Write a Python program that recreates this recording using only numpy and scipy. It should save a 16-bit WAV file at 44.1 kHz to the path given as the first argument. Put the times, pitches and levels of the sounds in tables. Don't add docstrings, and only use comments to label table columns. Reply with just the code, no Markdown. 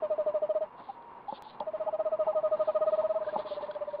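import sys
import numpy as np
from scipy import signal
from scipy.fft import rfft, irfft
from scipy.io import wavfile

SR = 44100
rng = np.random.default_rng(int(sys.argv[2]) if len(sys.argv) > 2 else 0)


def digitize_waveform(pressure):
    field = np.atleast_2d(pressure).T
    bounded = np.clip(field, -1, 1)
    quanta = np.round(bounded * 32767).astype(np.int16)
    wavfile.write(sys.argv[1], SR, quanta)


def volts_from_decibels(level):
    exponent = np.asarray(level, float) / 20
    return 10 ** exponent


N = 176400


def at_hz(points, hz):
    point_hz, point_db = np.transpose(points)
    return np.interp(np.log(hz + 1), np.log(point_hz), point_db)


def coloured(x, points):
    gain = volts_from_decibels(at_hz(points, np.arange(N // 2 + 1) * SR / N))
    y = irfft(rfft(x) * gain, N)
    return y / y.std()


def drift(knots_per_s):
    knots = rng.standard_normal(int(N / SR * knots_per_s) + 2)
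    return np.interp(np.arange(N) / SR * knots_per_s, np.arange(len(knots)), knots)


def add(out, start_s, x):
    i = max(int(start_s * SR), 0)
    out[i:i + len(x)] += x[:N - i]


def rings(x, modes):
    out = 0
    for hz, db, t60_s in modes:
        radius, omega = volts_from_decibels(-60 / (t60_s * SR)), 2 * np.pi * hz / SR
        poles = [1, -2 * radius * np.cos(omega), radius * radius]
        out = out + signal.lfilter([0, volts_from_decibels(db) * np.sin(omega)], poles, x + 1e-18)
    return out


def trill():
    # start_s, length_s, fundamental_peak_db, mean_pitch_hz
    notes = [(0.02, 0.057, -24, 621), (0.099, 0.056, -22, 620.3), (0.179, 0.056, -22, 617.4),
             (0.26, 0.053, -21.5, 612.7), (0.339, 0.052, -21.5, 616), (0.418, 0.044, -21.5, 614.6),
             (0.49, 0.042, -21, 622), (0.547, 0.046, -21.5, 623.6), (0.606, 0.046, -24, 627),
             (1.602, 0.033, -33, 610.4), (1.665, 0.043, -27, 627), (1.732, 0.041, -26.5, 627),
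             (1.797, 0.043, -25.5, 630), (1.861, 0.044, -25, 625.5), (1.925, 0.045, -24.5, 626),
             (1.988, 0.042, -22.5, 633), (2.05, 0.047, -22.5, 627), (2.116, 0.049, -22, 630.7),
             (2.188, 0.058, -21, 625.4), (2.266, 0.059, -21, 627.3), (2.347, 0.064, -21, 624.3),
             (2.428, 0.064, -20.5, 623), (2.511, 0.055, -20, 621), (2.591, 0.051, -20, 622),
             (2.672, 0.045, -20, 623.3), (2.745, 0.044, -19.5, 621), (2.805, 0.047, -20, 623.6),
             (2.862, 0.042, -19, 625.7), (2.918, 0.043, -19.5, 624.3), (2.973, 0.048, -20.5, 625),
             (3.032, 0.043, -21, 628), (3.09, 0.04, -21.5, 633), (3.146, 0.044, -22.5, 637.6),
             (3.201, 0.044, -26.5, 621), (3.263, 0.04, -26, 612), (3.324, 0.038, -27.5, 618),
             (3.38, 0.038, -27.5, 614), (3.447, 0.038, -32.5, 619), (3.505, 0.037, -28, 597),
             (3.563, 0.034, -30, 597), (3.621, 0.037, -29.5, 597.5), (3.682, 0.037, -30, 606),
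             (3.749, 0.032, -30, 596), (3.806, 0.036, -27, 595), (3.87, 0.032, -29.5, 596),
             (3.928, 0.038, -28, 589), (3.984, 0.065, -25, 597.3)]
    # time_s, onset_overshoot_hz, octave_db, puff_db, upper_partials_db
    throat = [(0, 77, -20, -6.5, -5), (0.401, 58, -23.5, -8.5, -6), (1.6, 40, -22.5, -12.5, 0.5),
              (2.2, 61.5, -15, -11, -8), (2.799, 34, -13, -12, -1.5), (3.1, 21, -20, -14.5, -7),
              (3.399, 6.9, -19, -2, -2), (4, 4.1, -23, -12.5, 2.5)]
    # multiple, base_db
    upper_partials = [(3, -32), (4, -39), (5, -46), (6, -57), (7, -59)]
    # mode_hz, height_db, t60_s
    box_air = [(428, -2, 0.055), (940, -1, 0.04)]
    # mode_hz, height_db, t60_s
    after_ring = [(602.5, -67, .16)]
    skew, roundness, octave_lag = 1.0, 1.05, 0.8
    skew_per_hz, bright_db_per_hz = 0.0045, 0.1004
    settle_s, sag_per_s = 0.011, 4.0
    partial_scatter_db = 3
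    puff_s, puff_late_s = 0.004, 0.0005

    voice, puffs = np.zeros(N), np.zeros(N)
    times_s, *throat_columns = np.transpose(throat)
    start_turns = rng.random(len(notes))
    scatters = rng.standard_normal((len(notes), 5))
    for (start_s, length_s, db, hz), turn, scatter in zip(notes, start_turns, scatters):
        over_hz, octave_db, puff_db, upper_db = [np.interp(start_s, times_s, c) for c in throat_columns]
        t = np.arange(int(length_s * SR)) / SR
        progress = t / t[-1]
        shape = np.sin(np.pi * progress ** (skew - skew_per_hz * over_hz)).clip(0) ** roundness
        bend_hz = over_hz * (np.exp(-t / settle_s) - sag_per_s * t)
        pitch_hz = hz + bend_hz - np.average(bend_hz, weights=shape ** 2)
        phase = 2 * np.pi * (np.cumsum(pitch_hz) / SR + turn)

        overtones = volts_from_decibels(octave_db) * np.sin(2 * phase)
        for (k, base_db), z in zip(upper_partials, scatter):
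            bright_db = bright_db_per_hz * over_hz * (k - 4)
            partial_db = base_db + upper_db + bright_db + partial_scatter_db * z
            overtones += volts_from_decibels(partial_db) * np.sin(k * phase)
        late = (2 * progress) ** octave_lag * shape
        add(voice, start_s, volts_from_decibels(db) * shape * (np.sin(phase) + late * overtones))

        puff_n = int(puff_s * SR)
        puff = np.hanning(puff_n) * np.sin(phase[:puff_n] * 0.8)
        puff *= volts_from_decibels(db + puff_db + scatter[0]) / np.abs(puff).sum()
        add(puffs, start_s + puff_late_s, puff)
    return voice + rings(voice, after_ring) + rings(puffs, box_air)


def clucks():
    # time_s (start is lead_s earlier), peak_db before roughness, mid_pitch_hz, length_s, rise_percent
    low_clucks = [(0.326, -38.5, 983, 0.018, -6.5), (0.893, -32.5, 797, 0.027, -5.5),
                  (1.287, -30.5, 841, 0.031, 17.5), (1.459, -42, 870, 0.03, 2),
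                  (1.607, -34.5, 857, 0.037, -23.5), (1.882, -29.5, 852, 0.023, 8.5),
                  (1.952, -39.5, 801, 0.024, 6.5), (1.999, -35.5, 798, 0.023, 4),
                  (2.272, -29.5, 874, 0.02, 15.5), (2.334, -33.5, 826, 0.015, 7),
                  (2.387, -39.5, 770, 0.028, -3.5), (2.687, -32, 838, 0.022, -14),
                  (2.797, -36.5, 788, 0.022, -6), (2.845, -39, 816, .026, -2.5),
                  (3.018, -35.5, 899, 0.025, 10.5), (3.142, -35.5, 845, 0.021, -4.5),
                  (3.191, -34, 994, 0.015, -9), (3.619, -46, 888, 0.0096, 0.5),
                  (3.686, -37.5, 955, 0.014, 0), (3.768, -40.5, 834, 0.014, 8)]
    # time_s (start is lead_s earlier), peak_db before roughness, mid_pitch_hz, length_s, rise_percent
    squeaks = [(3.25, -52, 1560, 0.01, 0.94), (3.292, -43, 1620, 0.02, 1.5),
               (3.715, -43, 1490, 0.0084, 1.7), (3.753, -48, 1586, 0.012, 1.9),
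               (3.913, -52, 1584, 0.012, 1.8)]
    lead_s, rough_db, shortest_s = 0.0061, 2.5, 0.006
    out = np.zeros(N)
    for time_s, db, hz, length_s, rise_percent in low_clucks + squeaks:
        u = np.linspace(0, 1, int(max(length_s, shortest_s) * SR))
        pitch_hz = hz * (1 + rise_percent / 100 * (u - 0.5))
        shape = np.sin(np.pi * u ** 0.9) ** 0.79
        add(out, time_s - lead_s, volts_from_decibels(db) * shape * np.sin(2 * np.pi * np.cumsum(pitch_hz) / SR))
    return out * volts_from_decibels(rough_db * drift(250))


def claws():
    # time_s, bright_click_db, dull_click_re_bright_db
    knocks = [(1.324, -32.5, 6), (1.42, -44, -13), (1.604, -29, 1), (3.032, -43.5, 4.5),
              (3.356, -28.5, -7.5), (3.361, -23, -0.5), (3.608, -39, 4.5)]
    # time_s, click_db
    tick_list = [(1.0239, -57.5), (1.2878, -51), (1.6022, -37.5), (3.3902, -41.5), (3.6291, -51.5),
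                 (3.7129, -40), (3.751, -45.5)]
    # mode_hz, height_db, t60_s
    bright_modes = [(865, 4, 0.045), (870, -7, 0.027)]
    # mode_hz, height_db, t60_s
    dull_modes = [(230, -12, .05), (310, -12, .035), (545, -5, .055)]
    # mode_hz, height_db, t60_s
    tick_modes = [(3350, -4, .022), (3800, -5, .008)]
    # dull_low_cut_hz, bright_low_cut_hz, top_hz
    contact_hz = (178, 520, 1240)
    dull_cut_hz, bright_cut_hz, top_hz = contact_hz
    tick_cut_hz = 2400

    bright, dull, ticks = np.zeros((3, N))
    for time_s, db, dull_db in knocks:
        i = int(time_s * SR)
        bright[i], dull[i] = volts_from_decibels(db), volts_from_decibels(db + dull_db)
    for time_s, db in tick_list:
        ticks[int(time_s * SR)] = volts_from_decibels(db)
    dull_band = signal.butter(4, (dull_cut_hz, top_hz), "band", fs=SR, output="sos")
    bright_band = signal.butter(4, (bright_cut_hz, top_hz), "band", fs=SR, output="sos")
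    tick_band = signal.butter(2, tick_cut_hz, "high", fs=SR, output="sos")
    out = signal.sosfilt(bright_band, rings(bright, bright_modes))
    out += signal.sosfilt(dull_band, rings(dull, dull_modes))
    return out + signal.sosfilt(tick_band, rings(ticks, tick_modes))


def rustle():
    # middle_s, length_s, level_db (rms at the top, before flicker)
    swells = [(0.864, 0.23, -56), (1.317, 0.095, -52), (1.364, 0.06, -43.5), (1.488, 0.165, -48.5),
              (2.67, 0.27, -54.5), (2.941, 0.23, -54.5), (3.162, 0.53, -63), (3.323, 0.21, -55),
              (3.404, 0.073, -47.5), (3.465, 0.5, -63.5), (3.518, .14, -40), (3.641, 0.098, -51),
              (3.734, .11, -55), (3.918, 0.21, -57.5)]
    # frequency_hz, level_db
    rustle_colour = [(700, -14), (1000, -7), (1500, -15), (2300, -17), (2800, -11), (3350, -2.5),
                     (4000, -1.5)]
    grains_per_s, grain_spread_db, flicker_db = 3000, 2.5, 2.0
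    hits = rng.random(N) < grains_per_s / SR
    heights = volts_from_decibels(grain_spread_db * np.minimum(rng.exponential(1, N), 4))
    grains = hits * heights * rng.choice([-1, 1], N)
    envelope = np.zeros(N)
    for middle_s, length_s, db in swells:
        add(envelope, middle_s - length_s / 2, volts_from_decibels(db) * np.hanning(int(length_s * SR)) ** 0.45)
    return envelope * volts_from_decibels(flicker_db * drift(70)) * coloured(grains, rustle_colour)


def background():
    # frequency_hz, density_db (per Hz)
    ambience = [(30, -27), (50, -30), (100, -27), (160, -22), (250, -21), (420, -18.5), (600, -17.5),
                (730, -16.5), (860, -12), (1000, -10), (1100, -14.5), (1250, -23), (1600, -28),
                (2400, -35.5), (2680, -40.5), (2790, -31), (2900, -43), (3200, -43.5), (4000, -47)]
    # time_s, rms_db
    ambience_level = [(0, -48), (.8, -51), (1.1, -51.5), (1.5, -49), (2.0, -48), (2.6, -47.5), (3.2, -46.5),
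                      (3.6, -46), (4, -49.5)]
    # frequency_hz, level_db (6 dB under the sine peak)
    hum = [(120, -79), (240, -74)]
    # start_s, length_s, level_db, pitch_hz
    whistles = [(.95, .34, -47, 942), (3.86, .2, -47, 945)]
    flicker_db, whistle_attack_s = 2.0, 0.03
    t = np.arange(N) / SR
    noise_db = np.interp(t, *np.transpose(ambience_level)) + flicker_db * drift(40)
    out = coloured(rng.standard_normal(N), ambience) * volts_from_decibels(noise_db)
    for hz, db in hum:
        out += volts_from_decibels(db + 6) * np.sin(2 * np.pi * hz * t)
    for start_s, length_s, db, hz in whistles:
        u = t[:int(length_s * SR)]
        shape = np.minimum(u / whistle_attack_s, 1) * (1 - u / length_s) ** 0.3
        add(out, start_s, volts_from_decibels(db) * shape * np.sin(2 * np.pi * hz * u))
    return out


def scene():
    return (trill() + clucks() + claws() + rustle() + background())[None]


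def roll_off(x):
    return signal.sosfilt(signal.butter(12, 15700, fs=SR, output="sos"), x)


def record(dry):
    # frequency_hz, gain_db
    playback = [(20, -1.5), (3500, 0), (4200, -4.5), (4700, -13), (5200, -23.5), (5600, -66.5),
                (7000, -90.5), (7400, -78), (8600, -70.5), (10000, -100)]
    camera_sr_hz, mu, steps, full_scale = 8000, 255, 220, 0.6
    hiss_db, glitch_s, glitch_db, glitch_decay_samples = -94, 1.4233, -34, 8.0

    count = N * camera_sr_hz // SR
    spectrum = rfft(dry[0] * signal.windows.tukey(N, 0.002))
    x = irfft(spectrum[:count // 2 + 1], count) * count / N / full_scale
    companded = np.sign(x) * np.log1p(mu * np.abs(x)) / np.log1p(mu)
    companded = np.round(steps * companded) / steps
    x = np.sign(companded) * np.expm1(np.abs(companded) * np.log1p(mu)) / mu * full_scale

    bins = np.arange(N // 2 + 1)
    images = np.fft.fft(x)[bins % count]
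    y = irfft(images * volts_from_decibels(at_hz(playback, bins * SR / N)), N) * N / count
    y += volts_from_decibels(hiss_db) * rng.standard_normal(N)
    add(y, glitch_s, -volts_from_decibels(glitch_db) * np.exp(-np.arange(60) / glitch_decay_samples))
    return roll_off(y[None])


dry = scene()
out = record(dry)
digitize_waveform(out)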